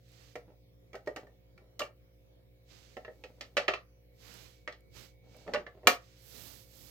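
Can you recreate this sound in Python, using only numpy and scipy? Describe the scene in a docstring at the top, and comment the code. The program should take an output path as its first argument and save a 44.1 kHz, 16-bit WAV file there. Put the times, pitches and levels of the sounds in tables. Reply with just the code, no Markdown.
"""A hollow plastic feeder on a carpet: a hinged flap is tapped, lifted and dropped, and knocks ring the shell.
Each knock sums decaying modes and a crack of noise; fingers ring the same modes with small grains.
A sleeve, made of filtered noise, brushes close to the right microphone port.
An appliance motor hums as a set of wavering tones in the noise of the quiet room, which echoes the feeder."""
import sys
import numpy as np
from scipy import signal
from scipy.fft import rfft, irfft
from scipy.io import wavfile
from scipy.ndimage import uniform_filter1d

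SR = 44100
rng = np.random.default_rng(int(sys.argv[2]) if len(sys.argv) > 2 else 0)


def ratio_of_db(decibels):
    """Turn decibels (scalar or array-like) into linear amplitude factors; 0 dB maps to 1."""
    return 10 ** (np.asarray(decibels, float) / 20)


def unload_wav(signal):
    """Save mono or channel-first audio to the path in sys.argv[1] as 16-bit WAV at rate SR, clipped to [-1, 1]."""
    wavfile.write(
        sys.argv[1],
        SR,
        np.round(np.clip(np.atleast_2d(signal).T, -1, 1) * 32767).astype(np.int16),
    )


N = 304290  # length in samples

# Modes of the plastic feeder, shell below and flap above SHELL_TOP_HZ.
# Each row: frequency in Hz, relative level in dB, t60 in seconds before the cap that keeps it short.
FEEDER_MODES = [(194, -19.5, 0.083), (267.5, -7, 0.11), (326, -14.5, 0.064), (375, -4, 0.05),
                (411.7, 2, 0.058), (472, 2, .07), (501.7, 2, 0.052), (569.6, 3.5, 0.091), (595, -5.5, .08),
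                (632, -1.5, 0.076), (721.5, -2.5, 0.14), (795, -7, 0.072), (857.5, -12, 0.061),
                (963.1, -18, 0.034), (1201, -0.5, 0.079), (1300, 3, 0.11), (1451.5, -2.5, 0.021),
                (1589, -4.5, 0.016), (1820, -2, 0.019), (1900, -3, 0.09), (2204, -7.5, 0.015),
                (2293, -4, 0.021), (2435, -8.5, 0.021), (2675, 0, 0.015), (3093, -9, 0.067)]
SHELL_TOP_HZ = 1000


def evened(x):
    """Scales to rms 1."""
    return x / np.sqrt(np.mean(x ** 2) + 1e-20)


def read(points, hz):
    """Reads a table on a log-frequency axis."""
    f, value = np.transpose(points)
    return np.interp(np.log(hz + 1), np.log(f + 1), value)


def add(mix, s, sound):
    """Mixes a sound in at a time in seconds."""
    part = mix[..., round(s * SR):][..., :sound.shape[-1]]
    part += sound[..., :part.shape[-1]]


def coloured(x, points):
    """Filters by a spectrum table of Hz and dB."""
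    gain = ratio_of_db(read(points, np.fft.rfftfreq(x.shape[-1], 1 / SR)))
    return irfft(rfft(x) * gain, x.shape[-1])


def wander(rate_hz, count):
    """Slow random drifts of rms 1, each a sum of twelve sines up to rate_hz."""
    f = np.geomspace(rate_hz / 10, rate_hz, 12)[:, None]
    t = np.arange(0, N + 256, 256) / SR
    phases = rng.random((count, 12, 1))
    slow = (np.sin(2 * np.pi * (f * t + phases)) / np.sqrt(f)).sum(1)
    return np.array([np.interp(np.arange(N) / SR, t, evened(row)) for row in slow])


def swell(peak_s, rise_s, fade_s, db):
    """Power of a gesture that swells to its peak and dies away."""
    edge_db = -20  # at the ends of the rise and the fade, relative to the peak
    squareness = 2.39  # a higher power holds the peak longer
    late = np.arange(N) / SR - peak_s
    way = abs(late / np.where(late < 0, rise_s, fade_s))
    return ratio_of_db(db + edge_db * way ** squareness) ** 2


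def air():
    """Room tone: random short-time spectra with faint drifting patches."""
    # Colour of the room tone. Each row: frequency in Hz, relative level in dB.
    air_colour = [(15, -35), (25, -4), (53, -15), (116, -4.5), (210, -13.5), (424, -12.5), (526, -14.5),
                  (586, -14.5), (788, -23.5), (1500, -30.5), (2250, -22.5), (2720, -29.5), (3970, -28),
                  (8680, -40.5), (15700, -29.5)]
    # Likeness of the two ports. Each row: frequency in Hz, left-right correlation from -1 to 1.
    air_likeness = [(60, 0.53), (240, -0.29), (950, -0.27), (3770, -0.46), (15000, -0.098)]
    level_db, patchy_db = -68.5, -3.0
    frames, hz = N // 512 + 5, np.fft.rfftfreq(2048, 1 / SR)
    a, b, c, d, patches = rng.standard_normal((frames, 1025, 5)).T
    patches = evened(uniform_filter1d(uniform_filter1d(patches, 25, 0), 10, 1))
    same = read(air_likeness, hz)[:, None]
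    left = a + 1j * b
    right = same * left + np.sqrt(1 - same ** 2) * (c + 1j * d)
    z = np.array([left, right]) * ratio_of_db(read(air_colour, hz)[:, None] + patchy_db * patches)
    noise = signal.istft(z, nperseg=2048, noverlap=1536)[1][:, :N]
    return ratio_of_db(level_db) * evened(noise) * ratio_of_db([[-.7], [.7]])


def motor():
    """Tones at sums of shaft turns and mains cycles; the high slot whine swells and fades."""
    # Orders of the motor tones. Each row: multiple of the shaft rate, multiple of the mains rate.
    orders = [(1, 0), (0, 2), (1, 1), (3, 0), (0, 3), (0, 4), (0, 5), (5, 0), (0, 6), (7, 0), (0, 8),
              (9, 0), (10, 0), (0, 11), (0, 12), (37, 0), (38, 0), (39, 0)]
    # Strength of those tones, the ones above 1 kHz relative to the whine.
    # Each row: level in dB, left minus right in dB.
    hum = [(-64.5, 1.5), (-68, -4), (-82, 10.5), (-77.5, 2), (-89.5, 6.5), (-84.5, -5), (-83, -2.5),
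           (-80.5, -1.5), (-82, -8.5), (-85.5, 5.5), (-77.5, -7), (-75, -8), (-88.5, 4), (-91, -1),
           (-90, -8.5), (-11.5, 3), (-1, -6), (-8.5, -3.5)]
    # Two low tones off the shaft and mains multiples. Each row: frequency in Hz, level in dB.
    drones = [(53.1, -75), (107, -71.5)]
    # Course of the three high tones. Each row: time in seconds, level in dB.
    whine = [(0, -107), (1.2, -91), (2.2, -92), (3.2, -86), (3.9, -92), (4.5, -79.5), (5.4, -77.5),
             (6, -93), (6.9, -86)]
    shaft_hz, mains_hz, waver_db = 58.84, 60.0, -0.95
    t, out = np.arange(N) / SR, np.zeros((2, N))
    tones = [(a * shaft_hz + b * mains_hz, *level) for (a, b), level in zip(orders, hum)]
    tones += [(*drone, 0) for drone in drones]
    whine_db = np.interp(t, *np.transpose(whine))
    count = len(tones)
    drifts, slips, phases = wander(0.71, count), wander(11, count), rng.random(count)
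    for (hz, db, pan_db), drift, slip, phase in zip(tones, drifts, slips, phases):
        level = ratio_of_db(db + waver_db * drift + (hz > SHELL_TOP_HZ) * whine_db)
        cycles = hz * t + phase + hz / 9000 * slip  # higher tones waver more in pitch
        tone = level * np.sin(2 * np.pi * cycles)
        out += np.sqrt(2) * tone * ratio_of_db([[pan_db / 2], [-pan_db / 2]])
    return out


def sleeve():
    """Cloth drags over cloth: a dense grainy rub and a finer hiss, nearer the right port."""
    # Sleeve strokes at the right port, before a light or hissy one is thinned.
    # Each row: peak in seconds, rise in seconds, fade in seconds, rub level in dB, hiss over the rub in dB.
    sleeve_strokes = [(0.24, 0.24, 0.16, -61, -10), (2.74, .08, 0.33, -59, -12.5),
                      (3.349, 0.74, .4, -76.5, -4), (4.31, .14, 0.3, -53, -7), (4.988, 0.069, .13, -52, -7),
                      (5.38, 0.14, 0.25, -63, -12.5), (6.1, .3, 0.275, -64.5, -11),
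                      (6.411, 0.23, .3, -50.5, 0.5), (6.84, 0.19, 0.36, -55.5, 1)]
    # Colour of the cloth. Each row: frequency in Hz, relative level in dB.
    cloth_colour = [(44, -38), (75, 0.5), (90, -2), (123, 1.5), (147, -4), (263, -7.5), (359, -7.5),
                    (842, -12.5), (2580, -10.5), (4930, -10.5), (7720, -17), (9660, -27.5), (12100, -18.5),
                    (15800, -24.5)]
    # Fibres that snag. Each row: start in seconds, level in dB (right port 3.5 over it, left 11.5 under).
    snags = [(0.0892, -53.5), (0.1191, -54.5), (4.2844, -67.5), (4.34, -38.5), (4.8075, -56.5),
             (5.3666, -49), (5.3722, -50), (6.622, -50)]
    split_hz, grain_db, patchy_db = 9000, 0.5, 0.7
    lag, same = 21, 0.35  # samples later at the left port, likeness of the ports
    pan_per_db, even_at_db = -0.6223, -81  # a louder stroke is nearer the right port
    body_hz, body_per_db, full_at_db = 1700, 0.46, -53.5  # a light stroke loses its low rub
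    mids_hz, thinning = (700, 3360), 0.4  # a hissy stroke skims the cloth and loses its middle

    grains = ratio_of_db(grain_db * evened(uniform_filter1d(rng.standard_normal(N), 90)))
    near, other = rng.standard_normal((2, N)) * grains
    far = same * np.roll(near, lag) + np.sqrt(1 - same ** 2) * other
    cloth = coloured(np.array([far, near]), cloth_colour)
    rub = signal.sosfiltfilt(signal.butter(4, split_hz, fs=SR, output="sos"), cloth)
    hiss = evened(cloth - rub)
    # the rub level is that of its upper part
    brush = signal.sosfilt(signal.butter(2, split_hz / 4, "high", fs=SR, output="sos"), rub)
    rub = rub / brush.std()

    patches = ratio_of_db(patchy_db * wander(40, count=2))
    strokes = np.array([swell(*row[:4]) for row in sleeve_strokes])
    rub_power = strokes.sum(0) + 1e-20
    hiss_power = ratio_of_db(np.array(sleeve_strokes)[:, 4]) ** 2 @ strokes
    rub_db = 10 * np.log10(rub_power)
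    pan_db = pan_per_db * np.maximum(rub_db - even_at_db, 0)
    body = signal.sosfiltfilt(signal.butter(2, body_hz, fs=SR, output="sos"), rub)
    rub = rub - body * (1 - ratio_of_db(body_per_db * np.minimum(rub_db - full_at_db, 0)))
    mids = signal.sosfiltfilt(signal.butter(2, mids_hz, "band", fs=SR, output="sos"), rub)
    rub = rub - mids * np.clip(thinning * hiss_power / rub_power, 0, .9)
    out = np.sqrt(rub_power) * rub * patches[0] + np.sqrt(hiss_power) * hiss * patches[1]
    out *= ratio_of_db([pan_db, 0 * pan_db])

    for (s, db), tick in zip(snags, rng.standard_normal((len(snags), 200))):
        tick = signal.lfilter([1, -.8], 1, tick * np.exp(-np.arange(200) / 40))
        add(out, s, ratio_of_db([[db - 11.5], [db + 3.5]]) * tick / abs(tick).max())
    return out


def knock(flap_db, boom_db, crack_db, part_hz, bright_db, chance):
    """A short chatter of contacts rings the modes; each blow lands elsewhere and weights them anew."""
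    # Colour of the dense upper modes. Each row: frequency in Hz, relative level in dB.
    crack_colour = [(530, -46.5), (900, -16.5), (1080, -15), (1320, -3.5), (1510, -16.5), (1870, -2.5),
                    (2650, -9), (2850, -4.5), (3750, -6), (4280, -4), (6060, -8.5), (7510, -16),
                    (10900, -29.5), (14900, -26), (15800, -46)]
    # Lean of the feeder between the ports. Each row: frequency in Hz, left minus right in dB.
    feeder_pan = [(60, -5), (110, -4.5), (200, -10.5), (380, 0.5), (700, -3.5), (1290, -2.5), (2380, -3),
                  (4400, 0), (8120, 8), (15000, 4.5)]
    scatter_db, chatter_ms = 2.5, 2.498
    snap_ms, fizz_db, fizz_t60 = 4.2, -12, 0.24  # fizz_t60 in seconds
    hz, db, t60 = np.array(FEEDER_MODES).T[:, :, None]
    t = np.arange(6000) / SR
    weight, detune = chance[:len(hz), None], chance[30:30 + len(hz), None]
    hits, noise = chance[60:64], chance[70:]

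    flap = hz > SHELL_TOP_HZ
    reach = 0.26 * ratio_of_db(0.55 * (flap_db + 25))  # octaves: a harder blow shakes more of the flap
    away_db = np.minimum(3 * (np.log2(hz / part_hz) / reach) ** 2, 10)
    db = db + scatter_db * weight - flap * away_db
    t60 = np.minimum(t60, np.where(flap, .025, .05))  # every mode is kept short, the flap's shortest
    train = np.zeros(600)  # one blow, then weaker touches
    delays = np.minimum(abs(hits) * chatter_ms * SR / 1000, 599).astype(int)
    delays[0] = 0
    np.add.at(train, delays, 0.52 ** np.arange(4))

    # each mode reaches the two ports from another side
    turn = np.pi * np.tanh(hz / 2500) ** 2 * np.sin(hz / 370)
    side = np.array([1, -1])[:, None, None]
    shift = 1 + 0.026 * detune  # each blow detunes the modes a little at random
    swing = np.sin(2 * np.pi * hz * shift * t + side * turn / 2)
    decay = ratio_of_db(db - 60 * t / t60 + side * read(feeder_pan, hz) / 2)
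    rings = decay * swing * (1 - np.exp(-t * hz * 0.32))
    ring = signal.fftconvolve(rings[:, flap[:, 0]].sum(1), train[None], axes=1)[:, :6000]
    boom = signal.fftconvolve(rings[:, ~flap[:, 0]].sum(1), train[None], axes=1)[:, :6000]

    # the upper modes lie too close to part: noise that snaps, then fizzes out
    colour = [(f, level + bright_db * max(np.log2(f / 4000), 0)) for f, level in crack_colour]
    left = coloured(noise[:6000], colour)
    # the right port hears it a quarter turn apart, with noise of its own
    right = signal.hilbert(left).imag + 0.84 * coloured(noise[6000:], colour)
    right = coloured(right, [(f, -pan_db) for f, pan_db in feeder_pan])
    crack = np.array([left, right]) * (np.exp(-t * 1000 / snap_ms) + ratio_of_db(fizz_db - 60 * t / fizz_t60))
    crack *= (1 - np.exp(-t * 1500)) * np.cos(np.pi / 2 * t / t[-1])
    layers = (flap_db, ring), (boom_db, boom), (crack_db, crack)
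    return sum(ratio_of_db(level) * part / abs(part).max() for level, part in layers)


def feeder():
    """Blows on flap and shell, each ringing the plastic afresh."""
    # Each row: time in seconds, peak of the flap ring in dB, of the shell boom in dB, of the crack in dB,
    # struck part of the flap in Hz.
    knocks = [(0.356, -35.5, -32.5, -43, 2074), (0.932, -43, -49, -48.5, 2200),
              (0.9438, -40.5, -36.5, -56, 1400), (0.9539, -40.5, -44, -45, 1900),
              (1.062, -63, -60, -53, 2400), (1.074, -30.5, -27, -44, 1710), (1.1621, -36, -36, -36.5, 1710),
              (1.1714, -39, -35.5, -61, 1900), (1.2695, -52.5, -54.5, -62, 1900),
              (1.5784, -51, -62, -58.5, 2310), (1.7938, -48, -38.5, -24.5, 1400),
              (1.8057, -27, -29.5, -36, 1300), (1.8193, -25.5, -32, -40, 2310),
              (2.969, -37.5, -33.5, -46, 1900), (3.049, -37.5, -45.5, -46.5, 1900),
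              (3.0807, -40, -37, -62, 1900), (3.2389, -36.5, -41.5, -38, 2220),
              (3.4097, -40, -43, -28.5, 1980), (3.5690, -18, -22, -18.5, 1820),
              (3.5771, -17.5, -49, -23.5, 2420), (3.5928, -34, -30.5, -51, 1300),
              (3.6818, -14.5, -39, -21, 2720), (3.685, -18.5, -21, -43, 1820),
              (3.7378, -22.5, -34.5, -31.5, 2644), (3.7584, -41, -51, -68, 1240),
              (4.6765, -27, -35.5, -35.5, 1820), (4.725, -49, -54, -43, 1900),
              (5.3463, -55, -52, -67, 2180), (5.4674, -49, -38.5, -72, 1240),
              (5.4784, -37, -30.5, -49, 1900), (5.537, -26.5, -25, -26, 1830), (5.546, -26, -25, -33, 1260),
              (5.5595, -25, -29.5, -59, 2096), (5.666, -36, -43.5, -44, 1810),
              (5.833, -55, -43.5, -73, 1910), (5.872, -2.5, -12.5, -6, 2200)]
    # Brightness of the crack above 4 kHz, by stretch of time.
    # Each row: end of the stretch in seconds, tilt in dB per octave.
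    brightness = [(2.0, 6.5), (3.0, 5), (3.2, -10), (3.575, 0), (5.5, -4.5), (5.55, -1.5), (5.85, -6),
                  (6.9, 9)]
    out, chance = np.zeros((2, N)), rng.standard_normal((len(knocks), 12070))
    until, bright_db = np.transpose(brightness)
    for (s, *blow), row in zip(knocks, chance):
        stretch = min(np.searchsorted(until, s), len(brightness) - 1)
        add(out, s - .001, knock(*blow, bright_db[stretch], row))  # starts 1 ms ahead
    return out


def room(x):
    """Sparse reflections of random sign, each band dying at its own speed; bass alike at both ports."""
    # Decay of the room. Each row: frequency in Hz, t60 in seconds.
    room_decay = [(250, 0.14), (600, 0.19), (1500, 0.2), (4000, 0.12), (9000, 0.049), (15000, 0.087)]
    taps = np.zeros((3, 2, SR // 2))
    at = np.arange(120, SR // 2 - 20, 20) + rng.integers(0, 20, (3, 2, (SR // 2 - 121) // 20))
    np.put_along_axis(taps, at, rng.choice([-1., 1.], at.shape), 2)
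    hz, t, z = signal.stft(taps, SR, nperseg=256)
    same = np.exp(-(hz[:, None] / 1100) ** 2)
    z[:, 1] = same * z[:, 0] + np.sqrt(1 - same ** 2) * z[:, 1]
    z = z * ratio_of_db(-60 * t / read(room_decay, hz)[:, None])
    tails = signal.istft(z, SR, nperseg=256)[1]
    tails /= np.linalg.norm(tails[:, :1], axis=2, keepdims=True)
    # the blend of three tails keeps turning, so that the echo varies from knock to knock
    turn = np.arange(N) / SR * 9
    feeds = np.sqrt(2 / 3) * np.cos(turn + np.pi / 3 * np.arange(3)[:, None])
    return signal.fftconvolve(x.mean(0) * feeds[:, None], tails, axes=2).sum(0)[:, :N]


def finger():
    """Skin slips on the feeder in small uneven grains that ring the same modes softly."""
    # A finger shifts on the feeder. Each row: peak in seconds, length in seconds, level in dB.
    shifts = [(0.484, 0.12, -60.5), (1.068, 0.054, -54.5), (1.228, 0.2, -63), (1.609, 0.14, -65),
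              (3.244, 0.95, -68.5), (5.271, 0.13, -66.5), (5.372, .15, -62), (5.525, .2, -46),
              (5.747, 0.15, -63), (5.861, 0.042, -42.5)]
    grains_per_s, grain_db, flap_db = 900, 4, -14
    rise = .35  # share of the length
    hz, db, t60 = np.array(FEEDER_MODES).T[:, :, None]
    t = np.arange(3000) / SR
    decay = ratio_of_db(db + flap_db * (hz > SHELL_TOP_HZ) - 60 * t / np.minimum(t60, .05))
    body = (decay * np.sin(2 * np.pi * hz * t)).sum(0)
    grains = (rng.random(N) < grains_per_s / SR) * rng.standard_normal(N)
    grains = grains * ratio_of_db(grain_db * rng.exponential(1, N).clip(0, 4))
    power = sum(swell(s, rise * long, (1 - rise) * long, level) for s, long, level in shifts)
    slips = evened(grains) * np.sqrt(power)
    return signal.oaconvolve(slips, body / np.linalg.norm(body))[:N] * ratio_of_db([[-.7], [.7]])


def scene():
    """Feeder in its room, sleeve, room tone and motor."""
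    plastic = feeder() + finger()
    return plastic + ratio_of_db(-6) * room(plastic) + sleeve() + air() + motor()


def low_pass(x):
    """Removes everything above the highest recorded frequency."""
    return signal.sosfilt(signal.butter(12, 16660, fs=SR, output="sos"), x)


def record(dry):
    """The microphone drops the top treble and the deepest bass."""
    dulled = signal.sosfilt(signal.butter(10, 16300, fs=SR, output="sos"), dry)
    mix = signal.sosfilt(signal.butter(2, 38, "high", fs=SR, output="sos"), dulled)
    return low_pass(mix)


dry = scene()
out = record(dry)
unload_wav(out)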